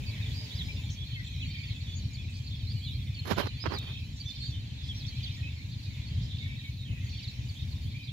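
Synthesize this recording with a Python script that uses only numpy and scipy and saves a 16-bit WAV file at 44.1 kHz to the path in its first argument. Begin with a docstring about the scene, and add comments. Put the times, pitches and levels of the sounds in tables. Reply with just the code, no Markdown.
"""A flock of birds chatters in a line of trees: overlapping hoarse whistles in three registers.
Nearer birds stand out with trills, arches, whistles, chirrs and chips; farther ones call and twitter.
Coloured noise makes the light wind on the microphone and the air in the flowering field. Far-off diesel
pumps thud on as pulse trains; wing-beat harmonics make a bee that hums briefly and lands. Near the middle,
scuffs of noise and ringing knocks brush the right port; a bright tick and a late, dull tap are noise bursts."""
import sys
import numpy as np
from scipy import signal
from scipy.fft import rfft, irfft, next_fast_len
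from scipy.io import wavfile
from scipy.ndimage import uniform_filter1d

SR = 44100
rng = np.random.default_rng(int(sys.argv[2]) if len(sys.argv) > 2 else 0)


def persist_wave(psi):
    """Save psi, clipped to +-1, as 16-bit WAV."""
    counts = np.round(np.clip(psi, -1, 1) * 32767).astype(np.int16)
    wavfile.write(sys.argv[1], SR, np.atleast_2d(counts).T)


N = 358091
TIME = np.arange(N) / SR


def undb(db):
    """Decibels to amplitude gain."""
    return 10 ** (np.asarray(db) / 20)


def level(x, db):
    """Scale to an rms level."""
    return x * undb(db) / np.sqrt(np.mean(x ** 2) + 1e-20)


def pan(left_minus_right_db):
    """Left and right gains for a level difference, at constant power."""
    return level(undb(np.array([[left_minus_right_db], [-left_minus_right_db]]) / 2), 0)


def colour_db(hz, points):
    """Read a spectrum on a log-frequency axis; it falls 20 dB/octave past its ends."""
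    f, db = np.transpose(points)
    octave, known = np.log2(hz + 1e-9), np.log2(f)
    beyond = np.abs(octave - np.clip(octave, known[0], known[-1]))
    return np.interp(octave, known, db) - 20 * beyond


def coloured(x, points):
    """Filter a sound by a spectrum, without phase shift."""
    size = next_fast_len(N)
    hz = np.arange(size // 2 + 1) * SR / size
    return irfft(rfft(x, size) * undb(colour_db(hz, points)), size)[..., :N]


def split(x, hz):
    """The parts of a sound below and above a frequency."""
    low = signal.sosfiltfilt(signal.butter(4, hz, fs=SR, output="sos"), x)
    return low, x - low


def walk(rate_hz):
    """Slow smoothed chance with an rms near 1."""
    k = max(int(SR / rate_hz), 1)
    steps = np.repeat(rng.standard_normal(N // k + 1), k)
    return level(uniform_filter1d(steps, k)[:N], 0)


def add(out, start_s, sound):
    """Mix a sound in at a time."""
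    i = max(int(start_s * SR), 0)
    part = sound[..., :max(out.shape[-1] - i, 0)]
    out[..., i:i + part.shape[-1]] += part


def scatter(x, t60_s, channels=2):
    """Dense echoes from trunks and foliage: decaying noise, drawn separately for each channel."""
    t = TIME[:SR // 2]
    tail = rng.standard_normal((channels, len(t))) * np.exp(-np.log(1000) * t / t60_s)
    tail /= np.sqrt(np.sum(tail ** 2, axis=1, keepdims=True))
    return signal.fftconvolve(x[None], tail, axes=1)[:, :N]


# wind spectrum: [f/Hz, relative density/dB]
WIND_SPECTRUM = [(20, -34), (35, -21), (48, -8), (62, -3), (90, 1.5), (118, -0.5), (150, -8), (185, -14.5),
                 (240, -18), (300, -25), (370, -38), (600, -44)]


def wind(rms_db=-39.0, gust_db=-0.27, buffet_db=2.5, side_db=-17):
    """Low eddies press on both ports almost alike, swelling and fluttering."""
    mid, side = (level(coloured(rng.standard_normal(N), WIND_SPECTRUM), rms_db) for _ in range(2))
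    rumble = mid + undb(side_db) * side * np.array([[1], [-1]])
    return rumble * undb(gust_db * walk(1.4) + buffet_db * walk(14)) * pan(1.0)


# open air and leaves: [f/Hz, relative density/dB]
AIR_SPECTRUM = [(30, -16), (100, -7), (220, 14.5), (400, 4.5), (600, 1), (1000, 0.5), (1270, -7.5),
                (1800, 4), (3200, 9), (4600, 5), (5400, -1), (7000, -2), (8300, -12.5), (11000, -9),
                (15500, -9.5)]
# high-band contour, used relative to the mean of its points: [t/s, level/dB]
HISS_CONTOUR = [(0.0, -67.5), (0.48, -65.5), (1.12, -71), (2.56, -73), (2.88, -67.5), (3.36, -74.5),
                (3.52, -73), (3.84, -73), (4.32, -70.5), (4.8, -76), (4.96, -70), (5.76, -73.5),
                (7.84, -69), (8.12, -75)]


def air(rms_db=-56, flicker_db=2.0, hiss_hz=8500, hiss_db=0, hiss_flicker_db=1):
    """Soft wide noise; the band above hiss_hz follows a level contour with random flicker."""
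    noise = level(coloured(rng.standard_normal((2, N)), AIR_SPECTRUM), rms_db)
    low, high = split(noise, hiss_hz)
    t_s, contour_db = np.transpose(HISS_CONTOUR)
    relative_db = np.interp(TIME, t_s, contour_db) - np.mean(contour_db)
    hiss_gain = undb(hiss_db + relative_db + hiss_flicker_db * walk(18))
    return low * undb(flicker_db * walk(2.88)) + high * hiss_gain


def near_pump(thud_hz=105, width_s=0.0072, thud_db=-27.0, spread_db=1.5, port_lag_s=0.00023):
    """A slow single-cylinder diesel; distance rounds each exhaust beat to a soft thud."""
    first_firing_s, start_rate_hz, end_rate_hz = 0.0933, 8.647, 8.605
    turns = np.cumsum(np.linspace(start_rate_hz, end_rate_hz, N)) / SR
    turns -= np.interp(first_firing_s, TIME, turns)
    beat = np.round(turns).astype(int)
    # off to the right: the left port hears it later
    port_delay_s = np.array([[port_lag_s], [-port_lag_s]]) / 2
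    since_s = (turns - beat) / np.mean([start_rate_hz, end_rate_hz]) - port_delay_s
    size = undb(thud_db + spread_db * rng.standard_normal(beat[-1] + 2))[beat + 1]
    thuds = -size * np.cos(2 * np.pi * thud_hz * since_s) * np.exp(-(since_s / width_s) ** 2)
    return thuds * pan(0.84)


def far_pump(rms_db=-47.5, rate_hz=10.72):
    """A faster engine further away, its beats smeared by echoes into a drone."""
    beats = np.diff(np.floor(TIME * rate_hz), prepend=0)
    smeared = scatter(beats, t60_s=0.26, channels=1)
    drone = coloured(smeared, [(35, -30), (70, 0.0), (112, -2.0), (165, -7.5),
                               (225, -5), (310, -19), (450, -60.0)])  # f/Hz, gain/dB
    return level(drone, rms_db) * pan(1.0)


# wing tones: [multiple of wing beat, relative level/dB]
WING_HARMONICS = [(3, -8), (4, -14), (5, -17), (6, -16), (7, -18)]


def bee(wing_hz=145, rms_db=-65.5, lands_s=0.94, swerve_db=4):
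    """A wavering harmonic wing hum that fades out as the bee settles on a flower."""
    beat_hz = wing_hz * (1 + .026 * walk(20) + .03 * walk(110))
    phase = 2 * np.pi * np.cumsum(beat_hz) / SR
    hum = sum(undb(tone_db + swerve_db * walk(44.3)) * np.sin(round(k) * phase)
              for k, tone_db in WING_HARMONICS)
    fade = np.clip((lands_s - TIME) / 0.11, 0, 1)
    return level(hum, rms_db) * fade * pan(0)  # rms_db is before the fade


def note(length_s, start_hz, middle_hz, end_hz, trill_hz, trill_rate_hz, hoarse_hz=42, edge=0.15,
         overtone_db=-40, throb_hz=900, unsteady=.14):
    """A hoarse whistle arching through three pitches; an uneven trill shakes pitch and loudness."""
    t = TIME[:max(int(length_s * SR), 64)]
    u = t / t[-1]
    # parabola through the start, middle and end pitches
    hz = start_hz * (1 - u) * (1 - 2 * u) + middle_hz * (2 * u) * (2 - 2 * u) + end_hz * u * (2 * u - 1)
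    rasp, drift = (level(uniform_filter1d(rng.standard_normal(len(t)), size=k), 0) for k in (48, 400))
    trill = 2 * np.pi * trill_rate_hz * np.cumsum(1 + unsteady * drift) / SR
    phase = 2 * np.pi * np.cumsum(hz + hoarse_hz * rasp + trill_hz * np.sin(trill)) / SR
    swell = np.sin(np.pi / 2 * np.clip(np.minimum(u, 1 - u) / edge, 0, 1))
    throb = 1 - min(trill_hz / throb_hz, .8) * np.cos(trill)
    tone = np.sin(phase) + undb(overtone_db) * np.sin(2 * phase)
    return level(swell * throb * tone, 0)


def at_ports(sound, pan_db, lag_s_per_db=.000088):
    """A sound from one side is later and softer at the far port."""
    lag = int(round(pan_db * lag_s_per_db * SR))
    return np.stack([np.roll(sound, max(-lag, 0)), np.roll(sound, max(lag, 0))]) * pan(pan_db)


# filter on the flock's voices: [f/Hz, gain/dB]
FLOCK_SPECTRUM = [(1300, 8), (1800, -9.5), (2100, -7), (2400, -0.5), (2800, -4), (3450, -2), (4080, -3),
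                  (4480, -5), (5100, 0), (6000, -19), (6800, -16), (7800, -21), (8500, 4.5)]
# registers: [lowest f/Hz, highest f/Hz, slide spread/octaves, gain/dB, echo/dB, left minus right/dB]
FLOCK_REGISTERS = [(1900, 2700, 0.064, -0.02, -2.5, -.5), (2995, 4600, 0.1277, -0.5, -3.5, -3.5),
                   (5410, 7600, 0.105, -1.5, 1.5, -1)]
# chatter contours of the three registers, before register gain: [t/s, level/dB]
LOW_CONTOUR = [(0.0, -54), (0.24, -48), (0.32, -57), (1.04, -57.5), (1.64, -52), (2.04, -62), (2.24, -53),
               (2.4, -60), (4.0, -53.5), (4.158, -64), (4.36, -58.5), (4.68, -62.5), (5.28, -53.5),
               (5.72, -62.5), (6.0, -54), (6.24, -67), (6.56, -54.5), (6.8, -64), (6.96, -54), (7.3, -57),
               (7.84, -63.5), (8.12, -55)]
MIDDLE_CONTOUR = [(0.0, -57), (0.12, -53.5), (0.6, -48), (0.76, -53), (1.6, -49), (2.0, -51.5),
                  (2.08, -56.5), (2.8, -50.5), (2.88, -43), (3.08, -58), (3.44, -44), (3.52, -48.5),
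                  (3.8, -49.5), (4.16, -54.5), (4.44, -45.5), (4.64, -54.5), (5.24, -47.5), (5.56, -55),
                  (6.15, -52), (6.45, -52), (6.8, -56.5), (6.93, -61), (7.2, -48), (7.36, -55),
                  (8.12, -52.5)]
HIGH_CONTOUR = [(0.0, -63), (0.68, -58.5), (1.16, -67), (1.24, -61), (3.24, -65), (3.36, -55), (3.52, -68),
                (4.52, -59.5), (4.6, -73), (5.36, -59), (5.4, -64.5), (7.0, -67), (7.08, -58),
                (8.12, -69.5)]


def flock(count=850, shortest_s=.012, longest_s=.046, spread_db=2.0, fall_oct=0.044, echo_t60_s=0.44,
          side_db=1.08, flutter_db=0.6):
    """Many birds twitter over one another in three registers, to the right, blurred by the trees."""
    out = np.zeros((2, N))
    contours = (LOW_CONTOUR, MIDDLE_CONTOUR, HIGH_CONTOUR)
    for (low_hz, high_hz, slide_oct, gain_db, echo_db, pan_db), contour in zip(FLOCK_REGISTERS, contours):
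        voices = np.zeros((2, N))
        places, shapes = rng.random((count, 4)), rng.standard_normal((count, 4))  # count per register
        for (when, pitch, length, trill), (glide, bend, loud, side) in zip(places, shapes):
            hz = low_hz + (high_hz - low_hz) * pitch
            slide = 2 ** ((fall_oct + slide_oct * glide) / 2)
            length_s = shortest_s + (longest_s - shortest_s) * length
            chirp = note(length_s, hz * slide, hz * (1 + 0.0245 * bend), hz / slide,
                         280 * trill ** 3, 40 + 70 * pitch)
            add(voices, when * N / SR, at_ports(chirp * undb(spread_db * loud), pan_db + side_db * side))
        echo = undb(echo_db) * scatter(voices[1], echo_t60_s) * pan(pan_db)
        chorus = coloured(voices + echo, FLOCK_SPECTRUM)
        # even out the power over 1/16 s, then apply the contour
        chorus /= np.sqrt(uniform_filter1d(np.mean(chorus ** 2, axis=0), SR // 16) + 1e-12)
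        contour_db = np.interp(TIME, *np.transpose(contour))
        out += chorus * undb(gain_db + contour_db + flutter_db * walk(14))
    return out


def perch(sound, lag_s=.00023, spread_s=.00005):
    """Each call has its own bearing to the right: the left port hears it a little later."""
    gap = np.zeros(int(abs(lag_s + spread_s * rng.standard_normal()) * SR))
    return np.stack([np.concatenate([gap, sound]), np.concatenate([sound, gap])])


def arched_call(rise_s, fall_s, top_hz, half_width_s, flank_db, hoarse_hz=45, edge_s=.007):
    """A whistle sweeps up to a rounded top and down again, louder or softer on each flank."""
    depth = .47  # share of the top pitch lost far down the flanks
    t = TIME[:max(int((rise_s + fall_s) * SR), 64)] - rise_s
    rasp = level(uniform_filter1d(rng.standard_normal(len(t)), size=48), 0)
    hz = top_hz * (1 - depth * t ** 2 / (t ** 2 + half_width_s ** 2)) + hoarse_hz * rasp
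    edges = np.clip(np.minimum(t + rise_s, fall_s - t) / edge_s, 0, 1)
    swell = edges * undb(np.interp(t, [-rise_s, 0, fall_s], flank_db))
    return np.sqrt(2) * swell * np.sin(2 * np.pi * np.cumsum(hz) / SR)


def chirr(length_s, hz, rate_hz, hoarse_hz=600, pulsing=0.18):
    """A scolding buzz: quick pulses of a very hoarse note."""
    voice = note(length_s, hz, hz, hz, 0, 0, hoarse_hz)
    return level(voice * (1 - pulsing * np.cos(2 * np.pi * rate_hz * TIME[:len(voice)])), 0)


# levels of nearer birds are before gain_db and port shading
# trills: [t/s, length/s, middle f/Hz, rise/Hz, shake rate/Hz, level/dB]
TRILL_NOTES = [(0.059, 0.046, 4560, 0, 62, -47), (0.345, 0.12, 4870, 118, 130, -50),
               (2.665, 0.062, 4380, 947, 120, -49), (2.805, 0.14, 3570, 1000, 150, -50.5),
               (3.785, 0.22, 3440, -2, 41.5, -50), (4.354, 0.074, 4370, 45, 51, -50),
               (4.412, 0.072, 4450, 450, 135, -44.5), (6.068, 0.028, 4380, 0, 82, -52)]
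# arches: [top t/s, rise/s, fall/s, top f/Hz, half-width/s, start level/dB, top level/dB, end level/dB]
ARCHED_CALLS = [(0.565, .063, .064, 5070, 0.033, -46, -52, -35),
                (1.972, 0.024, .022, 6870, 0.037, -50, -54, -61),
                (2.137, .008, .008, 7000, .016, -56, -55, -56),
                (3.628, 0.031, 0.018, 5060, 0.071, -48, -40, -49),
                (3.735, .006, 0.0616, 5040, 0.046, -49, -46.5, -39.5),
                (4.978, .036, 0.058, 5780, .03, -68, -57.5, -41),
                (5.234, .004, 0.061, 4750, 0.021, -42, -41, -46.5),
                (5.723, 0.013, 0.032, 4650, 0.025, -49, -54, -50),
                (7.23, 0.0087, 0.033, 4780, .027, -49, -48, -48)]
# plain whistles: [t/s, length/s, middle f/Hz, rise/Hz, level/dB]
WHISTLE_NOTES = [(0.591, 0.032, 1950, -300, -56), (0.684, 0.039, 2390, 150, -45),
                 (0.772, 0.043, 2680, -250, -49.5), (0.97, 0.082, 3406, 152, -48),
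                 (1.117, 0.051, 3125, 78, -51), (1.153, 0.067, 2070, -300, -50),
                 (1.24, 0.05, 7380, 600, -66.5), (1.399, 0.052, 2600, 40, -47),
                 (2.175, 0.058, 3395, -60, -53), (3.167, 0.013, 4370, -50, -47),
                 (3.189, 0.014, 4270, -50, -43), (4.2, 0.021, 4570, -350, -43),
                 (4.247, .04, 6130, 450, -58.5), (4.256, 0.074, 3537, 76, -45),
                 (4.886, 0.036, 3350, -250, -41), (4.946, 0.04, 5720, 100, -53),
                 (5.05, .013, 3560, 400, -44.5), (5.077, 0.02, 4400, 150, -43),
                 (5.365, 0.019, 7030, 0, -66), (5.425, 0.071, 2560, 70, -46),
                 (6.637, 0.066, 2257, 30, -50.5), (6.68, .032, 6240, 130, -66),
                 (7.726, 0.042, 1015, 0, -66.5), (8.033, 0.037, 4750, -450, -59)]
# harsh chirrs: [t/s, length/s, centre f/Hz, pulse rate/Hz, level/dB]
CHIRR_CALLS = [(0.895, 0.062, 5800, 36, -53.5), (2.336, .065, 4600, 60, -54.5),
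               (4.155, 0.049, 5750, 54, -60), (4.28, .035, 5340, 90, -56), (4.828, 0.078, 4800, 51, -54.5),
               (5.061, 0.035, 5330, 80, -54), (5.32, 0.048, 5330, 82, -59), (5.826, .055, 4390, 79, -55),
               (6.213, 0.065, 4970, 70, -56.5)]
# falling chips: [t/s, length/s, start f/Hz, level/dB]
CHIP_NOTES = [(1.267, 0.023, 3780, -50), (1.403, 0.043, 3950, -46), (1.583, 0.019, 5100, -52),
              (1.634, 0.013, 4950, -51), (2.141, 0.021, 4950, -48.5), (2.464, 0.023, 4900, -49),
              (2.592, 0.034, 3870, -54.5), (3.144, 0.014, 4730, -47), (3.147, 0.052, 3730, -49),
              (3.413, 0.034, 3410, -45), (4.299, .025, 4660, -49), (7.274, 0.028, 4640, -46.5),
              (7.487, 0.018, 4970, -49.5), (7.711, 0.027, 4900, -52.5), (8.069, 0.033, 4200, -49.5)]
# casing shading of nearer birds: [f/Hz, left minus right/dB]
CASING_SHADE = [(1500, 29), (2100, 7.5), (2700, -0.5), (3400, -7.5), (4400, -6), (5000, -7), (5700, -3),
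                (6700, 13.5), (9000, 26), (15000, -5)]


def birds(gain_db=-1.5, waver_db=1.8, echo_db=-4.0, echo_t60_s=0.15):
    """Nearer birds' trills, arches, whistles, chirrs and chips, with a short wash from the trees."""
    trill_sweep_hz_per_s = 12100  # depth times rate: a faster trill is shallower
    chip_fall_oct_per_s, chip_early_share = 12, .6  # share of the fall done by the chip's middle
    song = np.zeros((2, N))
    for s, length_s, hz, rise_hz, rate_hz, note_db in TRILL_NOTES:
        trill = note(length_s, hz - rise_hz / 2, hz, hz + rise_hz / 2,
                     trill_sweep_hz_per_s / rate_hz, rate_hz, hoarse_hz=60.5)
        add(song, s, perch(trill) * undb(note_db))
    for top_s, rise_s, fall_s, top_hz, half_width_s, *flank_db in ARCHED_CALLS:
        add(song, top_s - rise_s, perch(arched_call(rise_s, fall_s, top_hz, half_width_s, flank_db)))
    for s, length_s, hz, rise_hz, note_db in WHISTLE_NOTES:
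        whistle = note(length_s, hz - rise_hz / 2, hz, hz + rise_hz / 2, 0, 0)
        add(song, s, perch(whistle) * undb(note_db))
    for s, length_s, hz, rate_hz, note_db in CHIRR_CALLS:
        add(song, s, perch(chirr(length_s, hz, rate_hz)) * undb(note_db))
    for s, length_s, hz, note_db in CHIP_NOTES:
        fall = 2 ** (-chip_fall_oct_per_s * length_s)
        chip = note(length_s, hz, hz * fall ** chip_early_share, hz * fall, 0, 0)
        add(song, s, perch(chip) * undb(note_db))
    # paths through the foliage interfere, so every note wavers
    left, right = song * undb(gain_db + waver_db * walk(200))
    shaded_left = coloured(left, [(hz, shade / 2) for hz, shade in CASING_SHADE])
    shaded_right = coloured(right, [(hz, -shade / 2) for hz, shade in CASING_SHADE])
    return np.stack([shaded_left, shaded_right]) + undb(echo_db) * scatter(right, echo_t60_s)


def twitter(length_s, first_hz, last_hz, rate_hz, uneven=.28, spread_db=1.0, hoarse_hz=110):
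    """A run of tiny falling chips, each a little different in time, pitch and strength."""
    note_s, fall_oct, pitch_spread_oct = 0.0164, .12, 0.0502
    run = np.zeros(int((length_s + 2 * note_s) * SR))
    starts = np.arange(max(round(length_s * rate_hz), 1)) / rate_hz
    slide = 2 ** (fall_oct / 2)
    for s, (late, pitch, loud) in zip(starts, rng.standard_normal((len(starts), 3))):
        hz = np.interp(s, [0, length_s], [first_hz, last_hz]) * 2 ** (pitch_spread_oct * pitch)
        chip = note(note_s, hz * slide, hz, hz / slide, 0, 0, hoarse_hz)
        add(run, s + uneven * late / rate_hz, chip * undb(spread_db * loud))
    return run


# levels of far birds are before gain_db
# twitters: [t/s, length/s, first f/Hz, last f/Hz, chip rate/Hz, level/dB]
TWITTER_RUNS = [(0.107, 0.25, 3530, 3400, 25, -49.5), (0.76, 0.17, 3650, 3290, 32, -53),
                (1.501, 0.071, 4790, 3470, 67, -51.5), (1.673, 0.054, 4480, 3620, 68, -51.5),
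                (2.5, .065, 3360, 3300, 46, -49), (3.01, .07, 3450, 3470, 26, -50),
                (5.184, 0.13, 3380, 3530, 56, -50), (6.014, 0.042, 3930, 3400, 73, -53),
                (6.283, 0.211, 3704, 3794, 63, -53.5), (6.563, .14, 3870, 3790, 45, -53.5),
                (6.844, .085, 3390, 2650, 70, -60), (7.063, 0.17, 4320, 4270, 40, -51),
                (7.548, .08, 3580, 3570, 70, -54)]
# far calls, hoarse echoing whistles: [t/s, length/s, start f/Hz, middle f/Hz, end f/Hz, level/dB]
FAR_CALLS = [(0.3, 0.14, 4300, 4710, 4880, -56), (0.64, 0.14, 4700, 5130, 4730, -60),
             (1.034, .11, 3900, 4340, 3820, -55.5), (1.067, 0.076, 3800, 3400, 3360, -57),
             (1.306, 0.053, 3190, 3650, 4060, -53), (1.445, 0.031, 4350, 4470, 4400, -51.5),
             (1.532, 0.13, 2350, 2358, 2420, -52), (1.862, 0.095, 3400, 3450, 3470, -50.5),
             (2.018, 0.04, 3900, 4200, 4660, -54), (2.76, .03, 4550, 4470, 4370, -56),
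             (3.842, 0.21, 2350, 2550, 2570, -56), (4.519, .07, 3450, 3550, 3610, -52),
             (4.779, .08, 3800, 3490, 3490, -51), (5.556, 0.094, 2150, 2254, 2370, -57),
             (6.277, .055, 3485, 3750, 4220, -55), (6.371, .12, 3750, 3550, 3520, -55),
             (6.397, 0.16, 2150, 2253, 2284, -52.5), (6.722, 0.06, 4530, 4250, 3970, -60.5),
             (6.778, .065, 3850, 3790, 3640, -52), (6.84, .08, 3400, 2936, 2610, -58),
             (6.909, 0.11, 2550, 2547, 2670, -56), (7.93, 0.12, 2284, 2424, 2340, -53.5)]


def far_birds(gain_db=-1, pan_db=-3, hoarse_hz=85, waver_db=2.5, echo_db=-2.0, echo_t60_s=0.2):
    """Hoarse calls and twitters from the trees, trailed by much echo."""
    song = np.zeros((2, N))
    for s, length_s, first_hz, last_hz, rate_hz, call_db in TWITTER_RUNS:
        add(song, s, perch(twitter(length_s, first_hz, last_hz, rate_hz)) * undb(call_db))
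    for s, length_s, start_hz, middle_hz, end_hz, call_db in FAR_CALLS:
        call = note(length_s, start_hz, middle_hz, end_hz, 0, 0, hoarse_hz)
        add(song, s, perch(call) * undb(call_db))
    song *= undb(gain_db + waver_db * walk(120))
    return (song + undb(echo_db) * scatter(song[1], echo_t60_s)) * pan(pan_db)


# scuffs over the port: [peak t/s, rise/s, fall/s, level/dB, treble re level/dB]
PORT_SCUFFS = [(3.257, 0.0041, 0.0093, -34.5, 1), (3.281, 0.015, 0.02, -32.5, 3),
               (3.311, 0.013, 0.022, -22, -1), (3.374, 0.012, 0.008, -32, -3),
               (3.383, 0.0046, 0.0079, -22.5, -3), (3.396, 0.011, 0.022, -23.5, -1),
               (3.428, 0.017, 0.043, -36, -1), (3.459, 0.0018, 0.0045, -33, -6),
               (3.473, 0.0064, 0.0035, -29, -5), (3.665, 0.017, 0.017, -31.5, -21),
               (3.724, 0.024, 0.012, -33, -11), (3.741, 0.016, 0.029, -32, -6),
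               (3.83, 0.039, 0.033, -49.5, 4), (3.885, 0.025, 0.044, -47, 4)]
# scuff spectrum: [f/Hz, relative density/dB]
SCUFF_SPECTRUM = [(90, -1), (200, -0.5), (330, 1), (520, -2.5), (750, -5.5), (1050, -4.5), (1800, -9.5),
                  (2600, -15.5), (3800, -15.5), (5000, -20), (7000, -30.5), (8500, -41.5), (11500, -25.5),
                  (15500, -40)]
# knocks on the casing: [t/s, peak level/dB]
CASING_KNOCKS = [(3.6404, -22), (3.6588, -13.5), (3.661, -19), (3.6643, -12), (3.6672, -22), (3.6733, -22),
                 (3.739, -23)]
# casing modes: [f/Hz, t60/s, relative level/dB]
CASING_MODES = [(423, 0.008, -9), (975, 0.007, -7), (1390, 0.003, 17), (2360, 0.0028, 4),
                (4200, 0.0033, -20)]


def handling(grain_db=2.0, treble_hz=7000, leak_db=-29):
    """Sticking and slipping at the right port, with knocks that ring the casing."""
    body_power, treble_power = 0, 0
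    for s, rise_s, fall_s, scuff_db, treble_db in PORT_SCUFFS:
        pressure = undb(scuff_db) * np.exp(-((TIME - s) / np.where(TIME < s, rise_s, fall_s)) ** 2)
        body_power = body_power + pressure ** 2
        treble_power = treble_power + (pressure * undb(treble_db)) ** 2
    slips = rng.standard_normal((2, N)) * undb(grain_db * walk(700))
    body, treble = split(level(coloured(slips, SCUFF_SPECTRUM), 0), treble_hz)
    out = body * np.sqrt(body_power) + treble * np.sqrt(treble_power)
    t = TIME[:SR // 20]
    ring = sum(undb(mode_db) * np.exp(-np.log(1000) * t / t60_s) * np.sin(2 * np.pi * hz * t)
               for hz, t60_s, mode_db in CASING_MODES)
    ring = uniform_filter1d(ring, size=4)  # a soft contact rounds the blow
    for s, peak_db in CASING_KNOCKS:
        add(out, s, ring / np.max(np.abs(ring)) * undb(peak_db))
    return out * np.array([[undb(leak_db)], [1]])  # the left port hears only a trace


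def click(at_s=3.787, level_db=-43, rise_s=0.0026, decay_s=0.0047):
    """One small, bright tick: a noise burst with exponential flanks."""
    spectrum = [(1000, -22), (4000, 2), (7500, -1), (9000, -16), (15000, -3)]  # f/Hz, relative/dB
    burst = level(coloured(rng.standard_normal((2, N)), spectrum), level_db)
    return burst * np.exp(-np.abs(TIME - at_s) / np.where(TIME < at_s, rise_s, decay_s)) * pan(5.0)


def soft_tap(at_s=6.932, level_db=-53, width_s=0.0056):
    """One faint, dull tap: a low noise burst with exponential flanks."""
    spectrum = [(250, 3), (500, 6), (900, -18), (1500, -18)]  # f/Hz, relative/dB
    thud = level(coloured(rng.standard_normal(N), spectrum), level_db)
    return thud * np.exp(-np.abs(TIME - at_s) / width_s) * pan(3)


def scene():
    """Everything in the field, at the two ports."""
    background = wind() + air() + near_pump() + far_pump()
    animals = bee() + flock() + birds() + far_birds()
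    contacts = handling() + click() + soft_tap()
    return background + animals + contacts


def record(dry, top_hz=15600):
    """The recorder cuts the top with a steep elliptic low-pass."""
    return signal.sosfilt(signal.ellip(10, .2, 80, top_hz, fs=SR, output="sos"), dry)


dry = scene()
out = record(dry)
persist_wave(out)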